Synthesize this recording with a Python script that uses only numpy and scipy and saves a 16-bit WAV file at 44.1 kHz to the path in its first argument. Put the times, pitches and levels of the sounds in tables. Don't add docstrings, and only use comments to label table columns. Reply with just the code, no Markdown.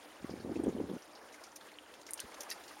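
import sys
import numpy as np
from scipy import signal
from scipy.fft import rfft, irfft
from scipy.io import wavfile

SR = 44100
rng = np.random.default_rng(int(sys.argv[2]) if len(sys.argv) > 2 else 0)


def dump(signal):
    limited = np.clip(np.atleast_2d(signal).T, -1, 1)
    pcm = np.round(limited * 32767).astype(np.int16)
    wavfile.write(sys.argv[1], SR, pcm)


N = 123479

# (time [s], body [dB], treble [dB])
FLOW = [(0, 1.5, 0.5), (.9, -0.5, 0), (1.2, 3.5, 0), (1.6, -1.5, -0.5), (2.0, 0.5, -0.5), (2.22, 2, 1.5),
        (2.45, 4, 3.5), (2.8, 0.5, 6)]
BUBBLE_CYCLES = 7.2
RASP_RATE_HZ = 940


def undb(db):
    return 10 ** (np.asarray(db) / 20)


def unit(x):
    return x / np.sqrt(np.mean(x ** 2))


def since(start=0):
    return np.arange(N) / SR - start


def curve(rows, axis=1):
    rows = np.array(rows)
    return np.interp(since(), rows[:, 0], rows[:, axis])


def freqs():
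    return np.maximum(np.arange(N // 2 + 1) * SR / N, 1)


def colour(points):
    hz, db = np.array(points).T
    return undb(np.interp(np.log(freqs()), np.log(hz), db))


def resonance(hz, width_hz):
    f = freqs()
    return 1 / (1 + ((f - hz * hz / f) / (1.67 * width_hz)) ** 2)


def noise(gain):
    return unit(irfft(rfft(rng.standard_normal(N)) * gain, N))


def walk(rate_hz):
    return noise(np.exp(-np.minimum(freqs() / rate_hz, 20) ** 2))


def burst(start, attack_s, decay_s):
    t = np.maximum(since(start), 0)
    fall = np.exp(-np.minimum(np.maximum(t - attack_s, 0) / decay_s, 20))
    return np.minimum(t / attack_s, 1) * fall


def hump(peak, half_s):
    return np.exp(-np.minimum((since(peak) / half_s) ** 2, 20))


def thud(start, hz, length_cycles):
    cycles = since(start) * hz
    envelope = 1 / np.cosh(np.clip(cycles / length_cycles, -20, 20))
    return envelope * np.cos(2 * np.pi * (cycles + rng.random()))


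def bubble(hz, decay_cycles):
    t = np.arange(2048) / SR
    age = t * hz / decay_cycles
    glide = 1 + 0.01 * np.minimum(age, 10)
    attack = np.minimum(t * hz, 1)
    return np.exp(-age) * attack * np.sin(2 * np.pi * hz * t * glide)


def add(out, start, sound):
    part = out[max(int(start * SR), 0):][:len(sound)]
    part += sound[:len(part)]


def side_hiss():
    # (frequency [Hz], density [dB per Hz])
    hiss_colour = [(40, 6), (200, 0), (1000, -14), (2500, -19), (7000, -11), (10000, -0.5), (13000, 11),
                   (15000, 4), (16000, -7)]
    return undb(-86.5) * noise(colour(hiss_colour))


def thump():
    start, half_s = 2.2425, 0.0057
    # (frequency [Hz], density [dB per Hz])
    rumble_colour = [(25, -11), (70, 2.5), (150, -11), (270, 5), (400, -4), (700, -18), (2000, -48)]
    rumble = undb(-50) * hump(start, np.sqrt(2) * half_s) * noise(colour(rumble_colour))
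    knock = undb(-41.5) * thud(start, hz=310, length_cycles=0.27)
    return rumble + knock


def ticks():
    crack_db, tail_db, tail_decay_s = -10, -33, 0.018
    # (time [s], pitch [Hz], level [dB], decay [s])
    contacts = [(.6365, 8640, -47, 0.0025), (.642, 8400, -43, 0.0014), (1.7865, 2920, -36.5, 0.0014),
                (2.1085, 9950, -27.5, 0.0005), (2.135, 9020, -18.5, 0.00018),
                (2.1943, 2970, -31.5, 0.00095), (2.2028, 8900, -29.5, 0.00064)]
    # (delay [s], level re tick [dB])
    reflections = [(.005, -17), (.008, -29)]
    out = 0
    for start, hz, db, decay_s in contacts:
        tone = np.sin(2 * np.pi * hz * since(start))
        crack = undb(crack_db) * noise(resonance(hz, 0.39 * hz))
        direct = (tone + crack) * burst(start, 0.000215, decay_s)
        scatter = undb(tail_db) * burst(start, 0.0044, tail_decay_s)
        for delay_s, echo_db in reflections:
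            scatter = scatter + undb(echo_db) * burst(start + delay_s, 0.00037, 0.0013)
        out = out + undb(db) * (direct + scatter * noise(resonance(hz, 0.22 * hz)))
    return out


def scrapes():
    rasp_db, tail_db, tail_decay_s = 3.5, -16.5, 0.011
    # (peak time [s], level [dB], half length [s])
    slips = [(1.563, -46, 0.0031), (1.57, -58.5, 0.0063), (2.2026, -39, 0.0027), (2.409, -38, .003),
             (2.42, -50, 0.0042), (2.434, -44, 0.0021), (2.504, -39, 0.0032)]
    # (frequency [Hz], density [dB per Hz])
    rasp_colour = [(500, -25), (2000, -11), (4800, -3), (6050, 6.5), (6800, 0.5), (8500, -6), (9400, 0),
                   (11200, -1.5), (12300, -11), (13600, -1.5), (16000, -20)]
    envelope = 0
    for peak, db, half_s in slips:
        tail = undb(tail_db) * burst(peak, half_s, tail_decay_s)
        envelope = envelope + undb(db) * (hump(peak, half_s) + tail)
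    grain = undb(rasp_db * walk(RASP_RATE_HZ))
    return envelope * unit(noise(colour(rasp_colour)) * grain)


def clack():
    start, level_db, decay_s, mode_decay_s = 2.5115, -38.5, 0.012, 0.009
    grain_db, bounce_decay_s = 3.5, 0.0011
    ring_start, ring_hz, ring_width_hz, ring_db, ring_decay_s = 2.522, 10800, 400, -45.5, 0.009
    # (frequency [Hz], density [dB per Hz])
    crackle_colour = [(200, -29), (700, -16.5), (1400, -5.5), (1900, 4), (2400, -5), (3300, -11), (3950, 0),
                      (4700, 5), (5600, 0.5), (7000, -10), (9200, -6), (12000, -11), (16000, -32)]
    # (frequency [Hz], level re clack [dB])
    mode_table = [(1910, -5), (2705, -7), (3945, -3.5), (4710, -2), (5535, -5)]
    # (delay [s], level re clack [dB])
    bounce_table = [(.0026, 3), (.0055, -2), (.0088, 1)]

    modes = sum(undb(db) * np.sin(2 * np.pi * hz * since(start)) for hz, db in mode_table)
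    crackle = unit(noise(colour(crackle_colour)) * undb(grain_db * walk(RASP_RATE_HZ)))
    strikes = burst(start, 0.0004, decay_s)
    for delay_s, db in bounce_table:
        strikes = strikes + undb(db) * burst(start + delay_s, 0.00024, bounce_decay_s)
    body = strikes * crackle + burst(start, 0.00036, mode_decay_s) * modes
    ring = burst(ring_start, 0.0005, ring_decay_s) * noise(resonance(ring_hz, ring_width_hz))
    return undb(level_db) * body + undb(ring_db) * ring


def gust():
    rough_db, rough_rate_hz, edge_db = 2.5, 113, -15
    bass_hz, bass_width_hz, bass_db = 85.6, 35, -62.5
    start, end, fade_s = 0.183, 0.97, 0.026
    # (frequency [Hz], density [dB per Hz])
    rumble_colour = [(20, -53), (45, -48), (70, -9), (140, -12), (200, -1), (250, 0.5), (400, -5),
                     (500, -8.5), (650, -17.5), (900, -20), (1400, -31), (3000, -43), (8000, -77)]
    # (time [s], level [dB])
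    force = [(.19, -70), (.228, -57), (.275, -62), (.315, -45), (.36, -54.5), (.385, -53), (.432, -55),
             (.465, -44.5), (.545, -45), (.61, -44.5), (.68, -39), (.735, -48.5), (.82, -41), (.86, -49),
             (.915, -42), (.968, -49), (.995, -71)]
    # (time [s], pitch [Hz], level [dB], length [cycles])
    buffets = [(.229, 243, -41.5, 0.26), (0.2467, 260, -30, 0.41), (0.2958, 367, -30.5, 0.24),
               (0.34, 313, -32, 0.44), (.376, 307, -42, 0.39), (.404, 334, -38.5, 0.32),
               (0.4491, 273, -32.5, 0.39), (0.4614, 429, -34, 0.49), (.4728, 340, -31.5, 0.34),
               (0.496, 344, -31, 0.25), (.5013, 255, -29.5, 0.47), (0.5199, 346, -33.5, 0.99),
               (.559, 347, -31.5, 0.37), (0.5646, 323, -27.5, 0.49), (.572, 355, -33, 0.36),
               (0.5969, 283, -29.5, 0.48), (0.6009, 325, -23.5, 0.455), (0.6388, 336, -28, .65),
               (.663, 414, -28, 0.35), (0.6705, 380, -20, 0.37), (0.681, 290, -24, 0.48),
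               (0.6928, 333, -24.5, 0.47), (.727, 380, -31.5, 0.31), (0.7525, 237, -32, 0.75),
               (.7671, 454, -32, .4), (0.7876, 356, -29, 0.4), (0.8037, 417, -25.5, 0.64),
               (.814, 273, -27.5, .6), (0.828, 257, -35.5, 0.29), (0.8417, 300, -30, 0.47),
               (0.9008, 390, -30, 0.36), (.906, 210, -35, 0.53), (0.9165, 368, -31, .5),
               (.938, 194, -35.5, 0.68), (.953, 238, -40.5, 0.41), (.967, 247, -40.5, 0.47)]

    rough = undb(rough_db * walk(rough_rate_hz))
    out = unit(noise(colour(rumble_colour)) * rough) * undb(curve(force))
    blowing = np.clip(np.minimum(since(start), -since(end)) / fade_s, 0, 1)
    out = out + undb(bass_db) * blowing * noise(resonance(bass_hz, bass_width_hz))
    for moment, hz, db, cycles in buffets:
        edge = undb(edge_db) * thud(moment, 2 * hz, cycles)
        out = out + undb(db) * (thud(moment, hz, cycles) + edge)
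    return out


def trickle():
    rate_per_s, level_db, spread_db = 320, -64.5, 4.5
    low_hz, high_hz = 702.3, 7670
    out = np.zeros(N)
    for when, pitch, size, ring in rng.random((int(rate_per_s * N / SR), 4)):
        hz = low_hz * (high_hz / low_hz) ** pitch
        gain = undb(-spread_db * np.log(max(size, 0.03)))
        add(out, when * N / SR, gain * bubble(hz, BUBBLE_CYCLES * (0.5 + ring)))
    return unit(out) * undb(level_db + curve(FLOW, axis=2))


def splashes():
    width_ratio, attack_s, pitch_spread = 0.18, 0.0017, 0.12
    bubble_db, fade_db = 0.5, 16
    # (time [s], centre [Hz], level [dB], decay [s], spray re splash [dB])
    wavelets = [(.302, 4930, -52, 0.017, -16), (.399, 4630, -58, .022, -22), (.557, 2420, -51, .0074, -9),
                (.686, 6700, -55.5, .015, -18), (.733, 3800, -60, .007, -19),
                (.895, 3500, -58.5, .014, -14), (1.021, 5400, -54, .013, -12),
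                (1.151, 4750, -53, 0.019, -14), (1.325, 5860, -57, .018, -2.5),
                (1.342, 1960, -53, .0093, -4.5), (1.437, 5600, -50.5, 0.0098, 0),
                (1.466, 5570, -54, .0063, -12), (1.517, 6060, -56.5, .005, -11),
                (1.606, 3760, -56.5, .017, -9), (1.61, 1750, -55, .012, -14), (1.685, 2920, -57, .012, -14),
                (1.716, 1920, -56, .011, -4.5), (1.861, 1510, -53, .006, -20),
                (1.938, 3380, -55, .0087, -2), (2.014, 6200, -58.5, .0054, 3.5),
                (2.065, 5400, -51, .014, -1), (2.089, 2040, -51.5, .0081, -6), (2.175, 5430, -52, .01, 2.5),
                (2.186, 1570, -54, .022, -12), (2.204, 3930, -50.5, 0.02, -5), (2.214, 1600, -52, .01, -22),
                (2.342, 5800, -53.5, .008, 1.5), (2.492, 2300, -51, .012, -3), (2.636, 3760, -58, .01, 4),
                (2.678, 4650, -54, .016, -3)]
    # (frequency [Hz], density [dB per Hz])
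    spray_colour = [(800, -23), (2800, 0), (6800, 2), (11000, -7.5), (16000, -19)]
    out, spray = np.zeros(N), noise(colour(spray_colour))
    for start, hz, db, decay_s, spray_db in wavelets:
        spatter = undb(-3) * noise(resonance(hz, width_ratio * hz)) + undb(spray_db) * spray
        out += undb(db) * burst(start, attack_s, decay_s) * spatter
        ages = np.linspace(0, 1, 8) ** 1.5
        for age, detune in zip(ages, rng.standard_normal(8)):
            gain = undb(db + bubble_db - fade_db * age)
            pitch_hz = hz * np.exp(pitch_spread * detune)
            add(out, start + 2 * decay_s * age, gain * bubble(pitch_hz, BUBBLE_CYCLES))
    return out


def wash():
    level_db, swell_db, flicker_db, treble_hz = -57.5, 0.98, 2, 1760
    hum_hz, hum_width_hz, hum_db = 303.1, 7.4, -71
    # (frequency [Hz], density [dB per Hz])
    water_colour = [(25, -15), (50, -19.5), (75, -7), (110, -28), (165, -51), (240, -7.5), (300, -2),
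                    (380, -1.5), (550, 1.5), (1000, -3), (1750, -5.5), (2450, -10), (3000, -11.5),
                    (4100, -14.5), (5400, -15), (6100, -17.5), (7000, -16.5), (10500, -17.5), (12500, -25),
                    (16000, -26)]
    centres_hz = np.geomspace(50, 16000, 16)
    spectrum = rfft(noise(colour(water_colour)))
    swell = swell_db * walk(10)
    body, treble = curve(FLOW, axis=1), curve(FLOW, axis=2)
    out = 0
    for centre_hz, pick in zip(centres_hz, np.eye(len(centres_hz))):
        overlap = np.interp(np.log(freqs()), np.log(centres_hz), pick)
        band = irfft(spectrum * overlap, N)
        high = 1 / (1 + (treble_hz / centre_hz) ** 2)
        flow = (1 - high) * body + high * treble
        out = out + band * undb(swell + flicker_db * walk(35) + flow)
    return undb(level_db) * out + undb(hum_db) * noise(resonance(hum_hz, hum_width_hz))


def scene():
    gear = ticks() + scrapes() + clack()
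    mid = gust() + thump() + gear + trickle() + splashes() + wash()
    side = side_hiss() + undb(-28.5) * np.roll(gear, int(SR / 1000))
    return np.array([mid + side, mid - side])


def record(dry):
    notch_hz, notch_width_hz, notch_depth = 7796, 340, 0.79
    notch = 1 - notch_depth * np.exp(-((freqs() - notch_hz) / notch_width_hz) ** 2)
    low_cut = signal.butter(N=3, Wn=42, btype="high", fs=SR, output="sos")
    top_cut = signal.ellip(10, 0.2, 80, 16000, fs=SR, output="sos")
    notched = irfft(rfft(dry) * notch, N)
    return signal.sosfilt(top_cut, signal.sosfilt(low_cut, notched))


dry = scene()
out = record(dry)
dump(out)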